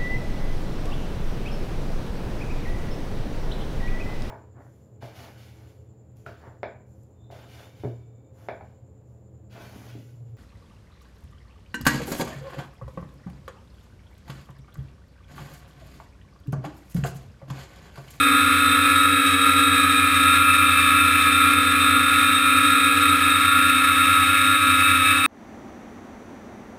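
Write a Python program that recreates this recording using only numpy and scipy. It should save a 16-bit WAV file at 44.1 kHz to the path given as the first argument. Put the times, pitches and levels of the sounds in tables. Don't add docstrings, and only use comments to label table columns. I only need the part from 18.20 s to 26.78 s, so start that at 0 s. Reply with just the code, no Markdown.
import sys
import numpy as np
from scipy import signal
from scipy.fft import rfft, irfft
from scipy.io import wavfile

SR = 44100
rng = np.random.default_rng(int(sys.argv[2]) if len(sys.argv) > 2 else 0)


def bounce(signal):
    frames = np.transpose(np.atleast_2d(signal))
    limited = np.clip(frames, -1, 1)
    pcm = np.round(limited * 32767).astype(np.int16)
    wavfile.write(sys.argv[1], SR, pcm)


N = 378378


def drone(buffet_db=0.84, buffets_per_s=40):
    speeds = rotor_speeds()
    angles = [angle_of(speed) for speed in speeds]
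    motors = sum(motor_tones(speed, partials) for speed, partials in zip(speeds, MOTOR_PARTIALS))
    buffeting = from_db(buffet_db * drift(buffets_per_s))
    return motors * buffeting + blade_buzz(angles) + blade_rush(angles) + thin_whines(speeds)


# t/s, then throttle, yaw, roll, pitch as speed offsets/(turns/s)
FLIGHT_MOVES = [(0.0, -0.42, 0.67, -0.82, 1.1), (0.37, 0.31, 0.12, -1.27, 0.76),
                (0.58, 0.15, -0.27, -0.16, 1.88), (0.79, 0.83, 0.66, 0.17, 0.6),
                (1.1, -0.075, 1.91, 0.022, 0.42), (1.26, 0.09, 1.7, -0.1, 0.37),
                (1.98, -0.18, 0.11, 0.12, 0.12), (2.35, -0.049, -0.25, -0.059, -0.5),
                (2.8, -0.64, -0.67, 0.044, -0.059), (3.56, -0.46, -0.28, -0.22, 0.59),
                (3.98, 0.33, -0.38, -0.66, 0.82), (4.19, 0.41, -0.49, 0.18, 0.15),
                (4.7, 0.21, 0.79, -0.45, 0.57), (4.99, 0.13, 0.35, -0.0099, -0.14),
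                (5.33, 0.095, -0.89, 0.097, -0.22), (5.9, 0.21, -0.37, 0.39, -1.06),
                (6.13, 0.38, -0.49, 0.06, -1.38), (7.05, 0.39, -0.69, 0.22, -1.46)]
# hover speed/(turns/s), spin sign, arm angle/deg
ROTOR_LAYOUT = [(88.1, 1, 120), (88.04, 1, 240), (96.42, -1, 180), (98.61, -1, 60), (98.65, -1, 300),
                (86.25, 1, 0)]
def rotor_speeds(hunt_turns_per_s=0.1202, hunts_per_s=11.87, sag_at_s=5.35, sag_takes_s=0.55):
    throttle, yaw, roll, pitch = in_time(FLIGHT_MOVES)
    speeds = []
    for hover, spin, arm in ROTOR_LAYOUT:
        tilt = np.sin(np.radians(arm)) * roll + np.cos(np.radians(arm)) * pitch
        hunting = hunt_turns_per_s * drift(hunts_per_s)
        speeds.append(hover + throttle + spin * yaw + tilt + hunting)
    speeds[1] -= np.clip((np.arange(N) / SR - sag_at_s) / sag_takes_s, 0, 1)
    return speeds


# order (multiple of its speed), relative level/dB
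MOTOR_PARTIALS = [
    [(1, -39), (2, -58), (3, -34), (4, -83), (5, -64), (6, -47.5), (8, -61), (9, -59), (12, -53),
     (13, -42.5), (14, -35.5), (24, -56), (25, -43), (37, -56), (42, -29.5), (48, -72), (50, -60),
     (52, -68)],
    [(1, -46.5), (2, -59), (3, -48.5), (5, -60.5), (6, -56.5), (9, -63), (12, -61), (13, -35), (14, -37.5),
     (21, -55), (28, -39.5), (37, -56), (42, -39.5)],
    [(1, -43), (2, -59.5), (3, -37), (4, -74), (5, -53), (6, -53.5), (8, -55), (11, -58), (13, -35),
     (14, -29.5), (21, -41.5), (24, -38), (28, -40), (29, -53), (35, -45), (36, -52), (42, -50.5),
     (48, -59)],
    [(1, -52.5), (2, -57.5), (3, -91), (8, -58), (9, -66), (10, -52), (13, -23), (14, -34), (15, -41.5),
     (16, -40.5), (17, -33.5), (18, -39), (20, -52), (21, -58), (26, -36.5), (27, -36.5), (34, -50),
     (39, -46.5), (42, -54)],
    [(1, -58), (2.967, -56.5), (8, -59), (10.05, -56), (8.79, -68), (14, -25.5), (15, -54), (17, -43.5),
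     (21.03, -63)],
    [(1, -56), (2, -63.5), (3, -61), (9, -64.5), (13, -54), (14, -40), (28, -35), (36, -46)],
]
# f/Hz, width/Hz, boost/dB
ARM_RESONANCES = [(284.55, 8.8, 7.5), (472.7, 18, 11), (627, 7.2, 9.5), (3978, 177, 15)]
def motor_tones(speed, partials, hum_flutter_db=1.3, whine_flutter_db=1.56, shake_rad=0.013, step=100):
    shaft = angle_of(speed) + shake_rad * drift(26)
    samples, out = np.arange(N), np.zeros(N)
    for order, level_db in partials:
        flutter_db = np.interp(order, [3, 20], [hum_flutter_db, whine_flutter_db])
        ring_db = boost_db(order * speed[::step], ARM_RESONANCES)
        gain = from_db(level_db + ring_db + flutter_db * drift(10.1, step))
        out += np.interp(samples, samples[::step], gain) * tone(np.round(order) * shaft)
    return out


# f/Hz, relative level/dB
BLADE_AIR_EQ = [(25, -24), (110, -17), (210, -11), (400, -23), (640, -20), (880, -18), (1030, -11),
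                (1200, -7), (2200, 1), (2900, -10), (3300, -7), (3950, -10.5), (4250, -18), (5400, -12),
                (6000, -21)]
# f/Hz, width/Hz, boost/dB
FRAME_RESONANCES = [(1300, 46, 9.5), (1680, 160, 8), (2560, 276, 13.5), (3757, 340, 13.5), (4600, 280, 2),
                    (4960, 150, -10.5)]
def blade_rush(angles, level_db=-26, chop=0.41, gust_db=1.2):
    puffs = sum(np.exp(2 * chop * np.cos(2 * angle + 2 * np.pi * rng.random())) for angle in angles)
    chopped_air = np.sqrt(puffs) * rng.standard_normal(N)
    return from_db(level_db + gust_db * drift(18)) * coloured(chopped_air, BLADE_AIR_EQ, FRAME_RESONANCES)


def blade_buzz(angles, level_db=-31, cycle_samples=2048, harmonic_count=58):
    buzz = np.zeros(N)
    turn = np.arange(cycle_samples) * 2 * np.pi / cycle_samples
    for angle in angles:
        harmonics = np.exp(2j * np.pi * rng.random(harmonic_count))
        one_turn = irfft(np.r_[0, harmonics], cycle_samples)
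        buzz += np.interp(angle % (2 * np.pi), turn, one_turn, period=2 * np.pi)
    return from_db(level_db) * coloured(buzz, BLADE_AIR_EQ, FRAME_RESONANCES)


# hold from t/s, hold to t/s, rotor (from 0), multiple of its speed, relative level/dB
WHINE_CUES = [(0.28, 1.51, 5, 28, -31), (1.601, 2.1, 5, 28, -27.5), (2.25, 3.35, 5, 28, -32.5),
              (3.5, 4.1, 5, 28, -27.5), (4.25, 4.7, 5, 28, -32), (2.19, 3.1, 5, 30.55, -30),
              (5.5, 6.4, 5, 30.65, -34.5), (6.6, 7.06, 5, 30.72, -28.5), (5.4, 6.2, 2, 22.45, -36),
              (6.55, 7.06, 2, 23.2, -33)]
def thin_whines(speeds, trim_db=-0.7, flutter_db=2.6, fade_s=0.16):
    t, out = np.arange(N) / SR, np.zeros(N)
    for start, end, rotor, multiple, level_db in WHINE_CUES:
        fade = np.clip(np.minimum(t - start, end - t) / fade_s + 1, 0, 1)
        gain = from_db(level_db + trim_db + flutter_db * drift(7.1))
        out += fade * gain * tone(angle_of(multiple * speeds[rotor]))
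    return out


def camera(x, rate_hz=12000, rolloff_hz=13000, top_hz=15280):
    held = np.repeat(signal.resample_poly(x, rate_hz, SR), 4)
    mirrored = signal.resample_poly(held, SR, 4 * rate_hz)[:N]
    pole = np.exp(-2 * np.pi * rolloff_hz / SR)
    softened = signal.lfilter([1 - pole], [1, -pole], mirrored)
    return high_cut(softened, top_hz)


# f/Hz, relative level/dB
ROOM_AIR_EQ = [(15, -49), (25, -20), (96, -8.5), (144, -15.5), (221, -5), (305, -7), (340, -7.5),
               (421, -11.5), (482, -13.5), (631, -13), (1270, -21.5), (5140, -42), (6050, -38), (8130, -45),
               (15500, -52)]
# f/Hz, width/Hz, boost/dB
ROOM_AIR_HUMPS = [(2000, 980, 4.5), (2850, 500, -1), (3620, 300, 2)]
# f/Hz, relative level/dB
HUM_TONES = [(91.5, -58), (172.3, -58), (215.3, -47.5), (242.2, -48.5), (786.0, -56)]
# f/Hz, level/dB
ELECTRICAL_TONES = [(4500, -79), (4646, -85), (5663, -85), (5809, -74), (5954, -77), (6099, -76),
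                    (6245, -80), (6390, -91), (6826, -86), (6971, -86)]
def workroom(air_db=-42.6, hum_trim_db=-4.5, waver_rad=0.45):
    t = np.arange(N) / SR
    out = from_db(air_db) * coloured(rng.standard_normal(N), ROOM_AIR_EQ, ROOM_AIR_HUMPS)
    for tones, trim_db in (HUM_TONES, hum_trim_db), (ELECTRICAL_TONES, 0):
        for hz, level_db in tones:
            out += from_db(level_db + trim_db) * tone(2 * np.pi * hz * t + waver_rad * drift(2.9))
    return out


def from_db(db):
    return 10 ** (np.asarray(db) / 20)


def rms_one(x):
    return x / np.sqrt(np.mean(x ** 2) + 1e-20)


def in_time(rows):
    times, *columns = np.transpose(rows)
    return [np.interp(np.arange(N) / SR, times, column) for column in columns]


def drift(rate, step=1):
    hop, settle = 40, 2000
    pole = np.exp(-2 * np.pi * hop * rate / SR)
    noise = rng.standard_normal(N // hop + settle + 2)
    slow = signal.lfilter([1], [1, -2 * pole, pole * pole], noise)[settle:]
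    return np.interp(np.arange(0, N, step) / hop, np.arange(len(slow)), rms_one(slow))


def angle_of(hz):
    return 2 * np.pi * np.cumsum(hz) / SR


def tone(angle):
    return np.sqrt(2) * np.sin(angle + 2 * np.pi * rng.random())


def boost_db(hz, resonances):
    return sum(boost / (1 + (2 * (hz - centre) / width) ** 2) for centre, width, boost in resonances)


def coloured(x, curve, resonances):
    hz = np.maximum(np.arange(N // 2 + 1) * SR / N, 1)
    points, levels = np.transpose(curve)
    db = np.interp(np.log(hz), np.log(points), levels) + boost_db(hz, resonances)
    return rms_one(irfft(rfft(x) * from_db(db), N))


def high_cut(x, hz):
    return signal.sosfilt(signal.ellip(14, 0.1, 80, hz, fs=SR, output="sos"), x)


def scene(cut_s=7.062, swell_at_s=6.9, swell_width_s=0.047, swell_db=1.2, fade_from_db=-15.5, fade_s=0.084):
    t = np.arange(N) / SR
    flight_db = 1 + swell_db * np.exp(-((t - swell_at_s) / swell_width_s) ** 2)
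    flight = from_db(flight_db) * camera(drone())
    room_db = fade_from_db * np.exp(-np.maximum(t - cut_s, 0) / fade_s)
    room = from_db(room_db) * workroom()
    return np.where(t < cut_s, flight, room)[None]


def record(dry):
    return high_cut(dry, hz=15700)


dry = scene()
out = record(dry)
bounce(out)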